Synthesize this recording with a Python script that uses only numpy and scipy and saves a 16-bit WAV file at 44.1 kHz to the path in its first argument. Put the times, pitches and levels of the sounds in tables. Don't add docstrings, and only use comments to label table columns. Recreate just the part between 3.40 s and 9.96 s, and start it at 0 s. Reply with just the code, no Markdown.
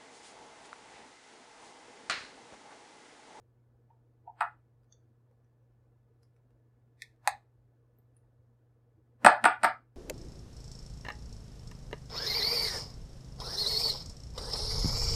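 import sys
import numpy as np
from scipy import signal
from scipy.fft import rfft, irfft, next_fast_len
from scipy.io import wavfile
from scipy.ndimage import uniform_filter1d, minimum_filter1d

SR = 44100
rng = np.random.default_rng(int(sys.argv[2]) if len(sys.argv) > 2 else 0)


def gain_from_db(level_db):
    decades = np.asarray(level_db, float) / 20
    return 10 ** decades


def to_wav(s):
    ch = np.atleast_2d(s).T
    pcm = np.round(np.clip(ch, -1, 1) * 32767)
    wavfile.write(sys.argv[1], SR, pcm.astype(np.int16))


N = 289296

# freq_hz, density_db_per_hz
AIR = [(15, -32.5), (30, -27.5), (50, -11.5), (100, -14.5), (140, -13.5), (190, -24.5), (250, -18.5),
       (450, -22), (600, -25.5), (1000, -31.5), (1700, -39.5), (3000, -52.5), (6000, -58.5), (16000, -67.5)]
# freq_hz, rms_db
FRIDGE_HUM = [(120, -67), (1484, -102), (1722, -100)]
# freq_hz, width_hz, rms_db
DRONE = [(53, 5.9, -82), (93, 8.2, -79), (233, 12, -85), (322, 5.5, -88), (468, 23, -83.5)]
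# delay_s, level_db
ECHOES = [
    (.0031, -14.5),
    (.0072, -12.5),
    (.016, -19.5),
]
# freq_hz, t60_s
ROOM = [(150, .2), (500, 0.31), (1400, 0.29), (3700, 0.28), (9000, 0.098), (15000, 0.15)]
# start_s, snap_db, ring_hz, ring_db
POPS = [(1.434, -47.5, 5000, -15.5), (1.445, -46, 4460, -13.5), (1.5259, -50, 3559, 4),
        (1.5254, -50, 4488, 6), (1.525, -48, 6400, 5.5), (1.913, -44.5, 9210, -12),
        (2.046, -47, 6028, -10.5), (2.323, -54.5, 4900, -16), (2.832, -41, 4983, -3.5),
        (2.965, -43.5, 2516, -15.5), (3.107, -45, 12050, -9), (3.763, -46, 4530, -17.5),
        (3.797, -52.5, 9000, -17), (4.587, -52, 12800, 6), (4.588, -55.5, 14700, 6.5),
        (4.767, -49.5, 9670, 3), (4.769, -52, 11240, 2)]
# freq_hz, level_db
SNAP = [(500, 24), (1000, 27.5), (1700, 25.5), (3000, 15), (6000, 9), (11000, 5.5), (16000, -4)]
# freq_hz, first_landing_db, second_landing_db, t60_s
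WORKTOP = [(90, -15, -41.5, 0.1), (140, -14.5, -31, 0.17), (193.1, -7.5, -23, 0.063),
           (246.7, -33, -25, 0.065), (320.3, -31, -17.5, 0.058), (455, -28.5, -18.5, 0.053)]
BLOWS = {"floor": [(.501, -39.5, .014, -60.5), (.874, -34, .017, -43.5)],
         "wall": [(1.0072, -15.5, 0.01, -23)], "tip": [(3.6207, -27, 0.00044, 0)],
         "slap": [(3.8751, -8.5, 0.0015, 0)], "rim": [(5.847, -3, .015, -1), (6.041, -7.5, .0127, -3),
         (6.233, -11.5, .0107, -5)]}
# freq_hz, level_db, t60_s
BOWL = [(306, -4, 0.029), (603, -2, 0.025), (751, 0.5, 0.032), (848, 1, 0.046), (934, 0, .03),
        (997, 1.5, 0.028), (1252.7, 5, 0.016), (1288, 1.5, 0.026), (1480, 5, 0.017), (1712, 2, 0.027),
        (1930, 1, 0.012), (1904, 4, 0.016), (2172, -2.5, 0.012), (2480, 0, 0.031),
        (2770, -5.5, 0.0027), (3240, -4.5, 0.022), (5060, -2.5, 0.021), (7970, 2, .012), (8080, 0, .015),
       (8400, 6, 0.015), (8860, 2, 0.021), (12300, 0, .01)]
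# freq_hz, level_db
GLASS = [(880, 0.94), (1100, -5.5), (1280, 0.35), (5200, -1.16), (6600, -9), (8500, 12.5), (10500, -3),
         (13000, 0.98)]
# freq_hz, density_db_per_hz
FLOOR = [(430, -29.5), (640, -5.5), (700, -3.5), (890, -1.5), (1150, -16), (3000, -34), (6000, -66.5)]
# freq_hz, density_db_per_hz
WALL = [(450, -44.5), (660, -3.5), (1000, 4), (1950, -5), (2230, -14), (2530, -12.5), (3100, -29.5),
        (14000, -59.5)]
# freq_hz, density_db_per_hz
TIP = [(1590, -42), (1740, -2), (2520, -7.5), (2890, -41.5), (3490, -12.5), (6150, -18.5), (13500, -35.5),
       (16000, -49.5)]
# freq_hz, density_db_per_hz
SLAP = [(520, -27), (740, 0), (900, -12), (2400, -15), (2950, -29), (3700, -21.5), (12000, -31.5),
        (16000, -54)]
# freq_hz, density_db_per_hz
RIM = [(70, -38.5), (420, -18), (640, -4), (1500, -3.5), (2500, -13), (3300, -21), (12500, -45.5),
       (16000, -67.5)]
PLACES = {"floor": (FLOOR, 0.64, -2.3, -8), "wall": (WALL, 1.3, -2, -6), "tip": (TIP, 0.51, -11, -10.5),
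          "slap": (SLAP, .2, -0.5, -12.5), "rim": (RIM, 1.3, -1.5, -7)}

AIR_DB = -75
POP_ROOM_DB, THUD_ROOM_DB = -8.5, -6
POP_CYCLES, CAVITY_DB = 40, -3
WORKTOP_DB_PER_FORCE_DB = 1.2
TICK_DB, TICK_TILT_DB_PER_OCT = -7.5, 5
WEIGHT_S, SECOND_WEIGHT_S = .003, .0018
REBOUND_DB, REBOUND_S, LANDING_RING_DB = -7.5, .0075, 6.5
CRACK_DB, CRACK_T60_S, CRACK_SPREAD = 32.5, .003, .45
CUT_DB = 31
OPEN_DB, KNEE_DB = 10, 2
ATTACK_S, RELEASE_S = 0.05, 0.16
HISS_DB = -96


def rms_one(x):
    return x / np.sqrt(np.mean(x ** 2) + 1e-30)


def at_hz(points, hz):
    table = np.array(points)
    return np.interp(np.log(np.maximum(hz, 1)), np.log(table[:, 0]), table[:, 1])


def coloured(x, points):
    size = next_fast_len(2 * len(x))
    gain = gain_from_db(at_hz(points, np.fft.rfftfreq(size, 1 / SR)))
    cepstrum = irfft(np.log(gain), size)
    cepstrum[1:size // 2] *= 2
    cepstrum[size // 2 + 1:] = 0
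    return irfft(rfft(x, size) * np.exp(rfft(cepstrum)), size)[:len(x)]


def add(track, sound, start_s):
    i = round(start_s * SR)
    track[i:i + len(sound)] += sound[:len(track) - i]


def background():
    t = np.arange(N) / SR
    size = next_fast_len(N)
    colour = gain_from_db(at_hz(AIR, np.fft.rfftfreq(size, 1 / SR)))
    air = irfft(rfft(rng.standard_normal(size)) * colour, size)[:N]
    out = gain_from_db(AIR_DB) * rms_one(air)
    for hz, width_hz, db in DRONE:
        radius = np.exp(-np.pi * width_hz / SR)
        poles = [1, -2 * radius * np.cos(2 * np.pi * hz / SR), radius * radius]
        drone = signal.lfilter([1, 0, -1], poles, rng.standard_normal(N + SR))
        out += gain_from_db(db) * rms_one(drone[SR:])
    for hz, db in FRIDGE_HUM:
        out += gain_from_db(db) * np.sqrt(2) * np.sin(2 * np.pi * hz * t)
    return gain_from_db(CUT_DB) * out


def kitchen(direct, sent):
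    t = np.arange(SR // 2) / SR
    edges_hz = 60 * 2 ** np.arange(0, 8.3, .5)
    tail = np.zeros(len(t))
    for low, high in zip(edges_hz, edges_hz[1:]):
        sos = signal.butter(2, [low, high], "band", fs=SR, output="sos")
        band = signal.sosfilt(sos, rng.standard_normal(len(t)))
        tail += band * gain_from_db(-60 * t / at_hz(ROOM, low))
    tail *= 1 - np.exp(-t / 0.00085)
    tail /= np.sqrt(np.sum(tail ** 2))
    out = direct + signal.fftconvolve(sent, tail)[:N]
    for delay_s, db in ECHOES:
        add(out, gain_from_db(db) * direct, delay_s)
    return out


def pops():
    out = np.zeros(N)
    t = np.arange(SR // 20) / SR
    snap = coloured(1. * (t == 0), SNAP)
    for start_s, snap_db, hz, ring_db in POPS:
        decay = gain_from_db(CAVITY_DB + ring_db - 60 * t * hz / POP_CYCLES)
        ring = decay * np.sin(2 * np.pi * hz * t)
        add(out, gain_from_db(snap_db) * (rng.choice([-1, 1]) * snap + ring), start_s)
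    return out


def thuds():
    out = np.zeros(N)
    t = np.arange(8192) / SR
    hz, first_db, second_db, t60_s = np.transpose(WORKTOP)[:, :, None]
    modes = gain_from_db(-60 * t / t60_s) * np.tanh(t * hz) * np.sin(2 * np.pi * hz * t)
    for start_s, force_db, gap_s, again_db in BLOWS["rim"]:
        first = gain_from_db(first_db + WORKTOP_DB_PER_FORCE_DB * force_db) * modes
        second = gain_from_db(second_db + WORKTOP_DB_PER_FORCE_DB * again_db) * modes
        add(out, np.sum(first, axis=0), start_s)
        add(out, np.sum(second, axis=0), start_s + gap_s)
    return out


def contacts(start_s, force_db, gap_s, again_db):
    if gap_s < .005:
        return [(start_s, force_db, 0, 0)]
    late, bounce = rng.uniform(.8, 1.3, size=2)
    again_s = start_s + gap_s
    return [(start_s, force_db + TICK_DB, TICK_TILT_DB_PER_OCT, 0),
            (start_s + WEIGHT_S, force_db, 0, 0),
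            (again_s, again_db + TICK_DB, TICK_TILT_DB_PER_OCT, 0),
            (again_s + late * SECOND_WEIGHT_S, again_db, 0, LANDING_RING_DB),
            (again_s + bounce * REBOUND_S, again_db + REBOUND_DB, 0, 0)]


def glass_touch(place, force_db, tilt_db, more_ring_db):
    colour, sheen, ring_db, _ = PLACES[place]
    t = np.arange(4096) / SR
    hz, level_db, t60_s = np.transpose(BOWL)[:, :, None]
    sign = (-1.) ** np.arange(len(hz))[:, None]
    strength = sign * gain_from_db(level_db + 1.4 * rng.standard_normal(hz.shape))
    decay = gain_from_db(ring_db + more_ring_db - 60 * t / t60_s)
    ring = np.sum(strength * np.sin(2 * np.pi * hz * t) * decay, axis=0)
    burst = (t == 0) + CRACK_SPREAD * rng.standard_normal(len(t))
    crack = gain_from_db(CRACK_DB - 60 * t / CRACK_T60_S) * burst
    glass = [(f, sheen * db + tilt_db * np.log2(f / 1000)) for f, db in GLASS]
    sound = coloured(coloured(ring + crack, colour), glass)
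    return sound * gain_from_db(force_db) / np.abs(sound).max()


def knocks():
    direct, sent = np.zeros(N), np.zeros(N)
    for place, (_, _, _, room_share_db) in PLACES.items():
        for blow in BLOWS[place]:
            for start_s, force_db, tilt_db, more_ring_db in contacts(*blow):
                sound = glass_touch(place, force_db, tilt_db, more_ring_db)
                add(direct, sound, start_s)
                add(sent, gain_from_db(room_share_db) * sound, start_s)
    push = thuds()
    return direct + push, sent + gain_from_db(THUD_ROOM_DB) * push


def scene():
    direct, sent = knocks()
    bursts = pops()
    room = kitchen(direct + bursts, sent + gain_from_db(POP_ROOM_DB) * bursts)
    return (room + background())[None]


def suppress(x):
    frames = signal.stft(x, nperseg=2048, noverlap=1792)[2]
    power = uniform_filter1d(np.abs(frames) ** 2, size=5, axis=0)
    usual = np.median(power[:, ::8], axis=1, keepdims=True)
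    over_db = 10 * np.log10(power / usual + 1e-12)
    opened = 1 / (1 + np.exp(np.clip((OPEN_DB - over_db) / KNEE_DB, -40, 40)))
    t = np.arange(opened.shape[1]) * 256 / SR
    closing, opening = t / RELEASE_S, t / ATTACK_S
    opened = np.maximum.accumulate(opened + closing, axis=1) - closing
    backwards = (opened - opening)[:, ::-1]
    opened = np.maximum.accumulate(backwards, axis=1)[:, ::-1] + opening
    opened = -minimum_filter1d(-opened, size=3, axis=0)
    opened = uniform_filter1d(opened, size=7, axis=0)
    gain = gain_from_db(-CUT_DB * (1 - opened))
    return signal.istft(frames * gain, nperseg=2048, noverlap=1792)[1][:N]


def low_pass(x):
    return signal.sosfilt(signal.butter(12, 16340, fs=SR, output="sos"), x)


def record(dry):
    clean = suppress(dry[0]) + gain_from_db(HISS_DB) * rng.standard_normal(N)
    return low_pass(clean[None])


dry = scene()
out = record(dry)
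to_wav(out)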